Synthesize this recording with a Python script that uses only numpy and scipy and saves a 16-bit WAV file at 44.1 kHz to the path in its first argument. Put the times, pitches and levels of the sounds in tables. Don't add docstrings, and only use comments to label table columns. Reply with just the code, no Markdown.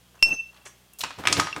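import sys
import numpy as np
from scipy import signal
from scipy.fft import rfft, irfft, next_fast_len
from scipy.io import wavfile
from scipy.ndimage import map_coordinates

SR = 44100
rng = np.random.default_rng(int(sys.argv[2]) if len(sys.argv) > 2 else 0)


def bounce(signal):
    frames = np.transpose(np.atleast_2d(signal))
    limited = np.clip(frames, -1, 1)
    pcm = np.round(limited * 32767).astype(np.int16)
    wavfile.write(sys.argv[1], SR, pcm)


def gain_from_decibels(decibels):
    exponent = np.asarray(decibels, float) / 20
    return 10 ** exponent


N = 70560

WET_DB = -10


def unit(x):
    return x / np.sqrt(np.mean(x ** 2) + 1e-20)


def along(points, hz):
    f, v = np.transpose(points)
    return np.interp(np.log(hz + 1), np.log(f + 1), v)


def filtered(x, response):
    m = next_fast_len(len(x) + 4096)
    return irfft(rfft(x, m) * response(np.fft.rfftfreq(m, 1 / SR)), m)[:len(x)]


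def resonance(f, centre_hz, width_hz):
    drag = 1j * f * width_hz
    return drag / (centre_hz * centre_hz - f * f + drag)


def wobble(rate_hz):
    knots = rng.standard_normal(int(N * 400 / SR) + 4)
    return map_coordinates(knots, [np.arange(N) * min(rate_hz, 400) / SR])


def fade(t, t60_s):
    return gain_from_decibels(-60 * t / t60_s)


def sine(hz, t):
    return np.sin(2 * np.pi * hz * t)


def add(track, s, sound, wet_db):
    # f/Hz, t60/s
    room = [(150, 0.32), (1000, 0.38), (3000, 0.61), (8000, 0.37), (15000, 0.13)]
    wall_s = 0.0044
    hz, t, z = signal.stft(rng.standard_normal(SR // 2), SR, nperseg=256)
    decay = fade(t, along(room, hz)[:, None])
    tail = signal.istft(z * decay, SR, nperseg=256)[1]
    tail = np.pad(tail / np.linalg.norm(tail), (round(wall_s * SR), 0))
    at = round(s * SR)
    track[at:at + len(sound)] += sound
    wet = signal.fftconvolve(sound, gain_from_decibels(wet_db) * tail)[:SR]
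    track[at:at + len(wet)] += wet


def floor():
    # f/Hz, level/dB
    partials = [(60.5, -65), (120, -68), (180, -67.5), (240, -75.5), (3275, -74), (3320, -81)]
    # f/Hz, density/dB per Hz
    hiss_curve = [(15, -24.5), (25, -22), (123, -5.5), (229, -11.5), (309, -8.5), (2110, -15.5),
                  (3340, -12), (3720, -16), (16000, -21.5)]
    hiss_db = -60
    t = np.arange(N) / SR
    hum = 0
    for hz, db in partials:
        level = gain_from_decibels(db + 0.5 + 1.3 * wobble(14))
        hum = hum + level * np.sin(2 * np.pi * hz * t + 0.33 * wobble(2.5))
    hiss = filtered(rng.standard_normal(N), lambda f: gain_from_decibels(along(hiss_curve, f)))
    return hum + gain_from_decibels(hiss_db) * unit(hiss)


def scuffs():
    # t/s, level/dB, hold/s, centre f/Hz, width/octaves
    rubs = [(0.988, -52.5, 0.025, 900, 0.84), (0.141, -60.5, 0.039, 890, 0.8),
            (0.153, -62, .008, 6500, 0.12), (0.253, -50.5, 0.059, 600, 0.43),
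            (.52, -60.5, 0.081, 1080, 0.75), (0.543, -57, 0.004, 4030, 0.57),
            (0.563, -53, 0.011, 2500, 0.79), (.652, -47.5, .025, 1480, 1.22),
            (.653, -49.5, 0.028, 7130, 0.38), (.9335, -45.5, 0.0022, 11500, 0.74),
            (0.986, -36, 0.026, 8700, 0.98), (1.007, -28.5, .008, 3600, 0.44),
            (1.179, -49.5, 0.11, 1170, 1.06)]
    # f/Hz, level/dB, t60/s
    squeak = [(5750, -48.5, 0.34), (6340, -48.5, 0.24), (2180, -50.5, 0.13), (387.5, -42.5, 0.084),
              (600, -44, 0.079), (1090, -54, 0.17)]
    squeak_s, grit_db = 0.657, 3
    t60_s, release_share = 0.01, 2.7
    out, t = np.zeros(N + SR), np.arange(SR // 3) / SR
    for s, db, hold_s, hz, octaves in rubs:
        band = lambda f: np.exp(-0.5 * (np.log2((f + 1) / hz) / octaves) ** 2)
        grit = gain_from_decibels(grit_db * wobble(300)[:len(t)])
        rub = unit(filtered(rng.standard_normal(len(t)), band) * grit)
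        rise = np.clip(t / (0.077 * hold_s), 0, 1)
        release = fade(np.maximum(t - hold_s, 0), t60_s + release_share * hold_s)
        add(out, s, gain_from_decibels(db) * rub * rise * release, WET_DB)
    ring = sum(gain_from_decibels(db) * fade(t, mode_t60_s) * sine(hz, t) for hz, db, mode_t60_s in squeak)
    add(out, squeak_s, ring * (1 - np.exp(-t / 0.005)), WET_DB)
    return out[:N]


def empty_glass():
    # f/Hz, level/dB, t60/s, partner f/Hz, partner level/dB
    pairs = [(2713, 8, 0.25, 2681, 6), (5373, 4, 0.16, 6200, -11), (8350, -20, 0.37, 8366, -24),
             (10310, -31, 0.17, 10330, -36), (12100, -28, 0.23, 11940, -28), (13450, -42, 0.16, 13470, -44)]
    # t/s, level/dB, damping (1 = free), click/dB
    clinks = [
        (0.191, -60, 0.57, -37),
        (0.2264, -16.5, 1.4, 12),
        (0.2336, -32, 2.6, 18.5),
        (.9335, -65, 1.3, -10),
        (1.5281, -31, 6.1, -19),
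    ]
    # f/Hz, density/dB per Hz
    click_curve = [(100, -32), (1000, -8.5), (3700, -16.5), (5000, 5), (7000, -6), (12000, -21),
                   (16000, -28)]
    click_t60_s, click_wet_db, glass_wet_db = 0.004, -14, -20
    soft_db = -0.55
    swell_s, late_t60_s, flutter_db = 0.085, 0.47, 8
    push_db, push_s = -31, 0.045
    loud_s, loud_db = clinks[1][:2]
    lowest_hz = pairs[0][0]
    out, t = np.zeros(N + SR), np.arange(SR // 2) / SR
    for s, db, damp, click_db in clinks:
        late = (1 - np.exp(-(t / swell_s) ** 2)) * fade(t * damp, late_t60_s)
        dull_db = soft_db * (loud_db - db)
        ring = 0
        for hz, level_db, t60_s, other_hz, other_db in pairs:
            first = fade(t * damp, t60_s) * sine(hz, t)
            flutter = flutter_db * wobble(51)[:len(t)]
            partner = gain_from_decibels(other_db - level_db + flutter) * late * sine(other_hz, t)
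            ring = ring + gain_from_decibels(level_db + dull_db * np.log2(hz / lowest_hz)) * (first + partner)
        burst = (4 * (t == 0) + rng.standard_normal(len(t))) * fade(t, click_t60_s)
        click = filtered(burst, lambda f: gain_from_decibels(along(click_curve, f)))
        onset = 1 - np.exp(-t / 0.00011)
        add(out, s, gain_from_decibels(db) * 1.24 * ring * onset, glass_wet_db)
        add(out, s, gain_from_decibels(db + click_db) * click / np.abs(click).max(), click_wet_db)
    add(out, loud_s, -gain_from_decibels(push_db) * np.exp(-t / push_s), wet_db=-60)
    return out[:N]


def bar_top():
    # t/s, level/dB
    set_down = [
        (0.24, -56.5),
        (0.294, -38),
        (0.376, -54.5),
        (0.404, -76),
        (0.42, -55.5),
    ]
    # t/s, level/dB
    handling = [
        (0.98, -88),
        (1.046, -41.5),
        (1.078, -43),
        (1.164, -61),
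        (1.196, -42.5),
        (1.388, -28),
        (1.54, -51),
        (1.572, -41.5),
        (1.6, -47.5),
    ]
    # f/Hz, width/Hz, level/dB
    resonances = [(101, 37, 4.5), (155, 100, -1), (282.4, 40, -1.5), (520, 220, -21)]

    def wood(f):
        body = sum(gain_from_decibels(db) * resonance(f, hz, width_hz) for hz, width_hz, db in resonances)
        return body * (f / (f + 60)) ** 2

    def level(rows):
        return gain_from_decibels(np.interp(np.arange(N) / SR, *np.transpose(rows), left=-120, right=-120))

    lumps = gain_from_decibels(4.55 * wobble(30.28))
    rumble = unit(filtered(rng.standard_normal(N), wood) * lumps)
    return (level(handling) + level(set_down)) * rumble


def knocks():
    # t/s, peak/dB, centre f/Hz, treble tilt/dB per octave, ring/dB
    hits = [(1.0138, -24, 3800, 4.5, -35), (1.0358, -17.5, 1070, -1, -17), (1.0376, -14, 3080, -3.5, -28.5),
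            (1.1063, -26.5, 1150, -5, -26), (1.1866, -31.5, 890, 2, -26), (1.216, -44, 940, -6, -24),
            (1.238, -24, 1240, -6.5, -19), (1.2535, -16, 2240, -9.5, -13), (1.272, -2.5, 2350, 0, -15),
            (1.3265, -2.5, 5200, 4, -16), (1.368, -16, 3570, -4, -32), (1.391, -23.5, 3800, -6, -26),
            (1.3966, -10.5, 1140, -12, -7.5), (1.3988, -9, 6000, -0.5, -19.5),
            (1.4706, -19, 1210, -7.5, -13), (1.5628, -18.5, 1330, -3, -16)]
    # f/Hz, level/dB, t60/s
    modes = [(1244, 0, .15), (1448, -6, .06), (2290, -6, .1), (3240, -8, .08), (3844, -14, .08),
             (5140, -6, .07), (6650, -20, .03), (7970, -12, .07)]
    # f/Hz, density/dB per Hz
    contact = [(100, -23), (500, -7), (1000, 5.5), (2500, 2), (6500, -2), (10000, -9), (15500, -49)]
    centre_db, centre_width = 6, 0.92
    contact_t60_s = 0.013
    crunch_db, crunch_t60_s = -12.5, 0.099
    far_mode_db, rough_rad = -5, 0.35
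    out, t = np.zeros(N + SR), np.arange(SR // 3) / SR
    for s, db, hz, tilt_db, ring_db in hits:
        def colour(f):
            tilt = gain_from_decibels(tilt_db * np.log2(1 + f / 2500))
            lift = 1 + gain_from_decibels(centre_db) * resonance(f, hz, centre_width * hz)
            return gain_from_decibels(along(contact, f)) * tilt * lift

        crunch = gain_from_decibels(crunch_db + 4.45 * wobble(356)[:len(t)]) * fade(t, crunch_t60_s)
        onset = 1 - np.exp(-t / 0.00017)
        burst = rng.standard_normal(len(t)) * (fade(t, contact_t60_s) + crunch) * onset
        crack = filtered(burst, colour)
        wander = rough_rad * wobble(68)[:len(t)]
        ring = 0
        for f, level_db, t60_s in modes:
            level_chance, pitch_chance = rng.standard_normal(2)
            mode_db = level_db + 2.3 * level_chance + far_mode_db * abs(np.log2(f / hz))
            mode_hz = f * (1 + 0.0033 * pitch_chance)
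            ring = ring + gain_from_decibels(mode_db) * fade(t, t60_s) * np.sin(2 * np.pi * mode_hz * t + wander)
        add(out, s, gain_from_decibels(db) * (crack / np.abs(crack).max() + gain_from_decibels(ring_db) * ring), WET_DB)
    return out[:N]


def spoon():
    # f/Hz, level/dB, t60/s
    modes = [(5717, 0, .35), (9711, -16, .3), (10350, -10, .4), (11830, -6, .13), (13300, -12, .12)]
    # t/s, level/dB
    hits = [
        (1.272, -43),
        (1.3263, -44),
        (1.3983, -39.5),
        (1.5625, -57),
    ]
    out, t = np.zeros(N + SR), np.arange(SR // 2) / SR
    for s, db in hits:
        ring = 0
        for hz, level_db, t60_s in modes:
            ring = ring + gain_from_decibels(level_db + rng.normal(0, 2.7)) * fade(t, t60_s) * sine(hz, t)
        add(out, s, gain_from_decibels(db) * ring, WET_DB)
    return out[:N]


def scene():
    return (floor() + scuffs() + empty_glass() + bar_top() + knocks() + spoon())[None]


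def band_limit(x):
    return signal.sosfilt(signal.butter(12, 16860, fs=SR, output="sos"), x)


def record(dry):
    top_hz = 16000
    mix = filtered(dry[0], lambda f: 1 / (1 + (f / top_hz) ** 30))[None]
    return band_limit(mix)


dry = scene()
out = record(dry)
bounce(out)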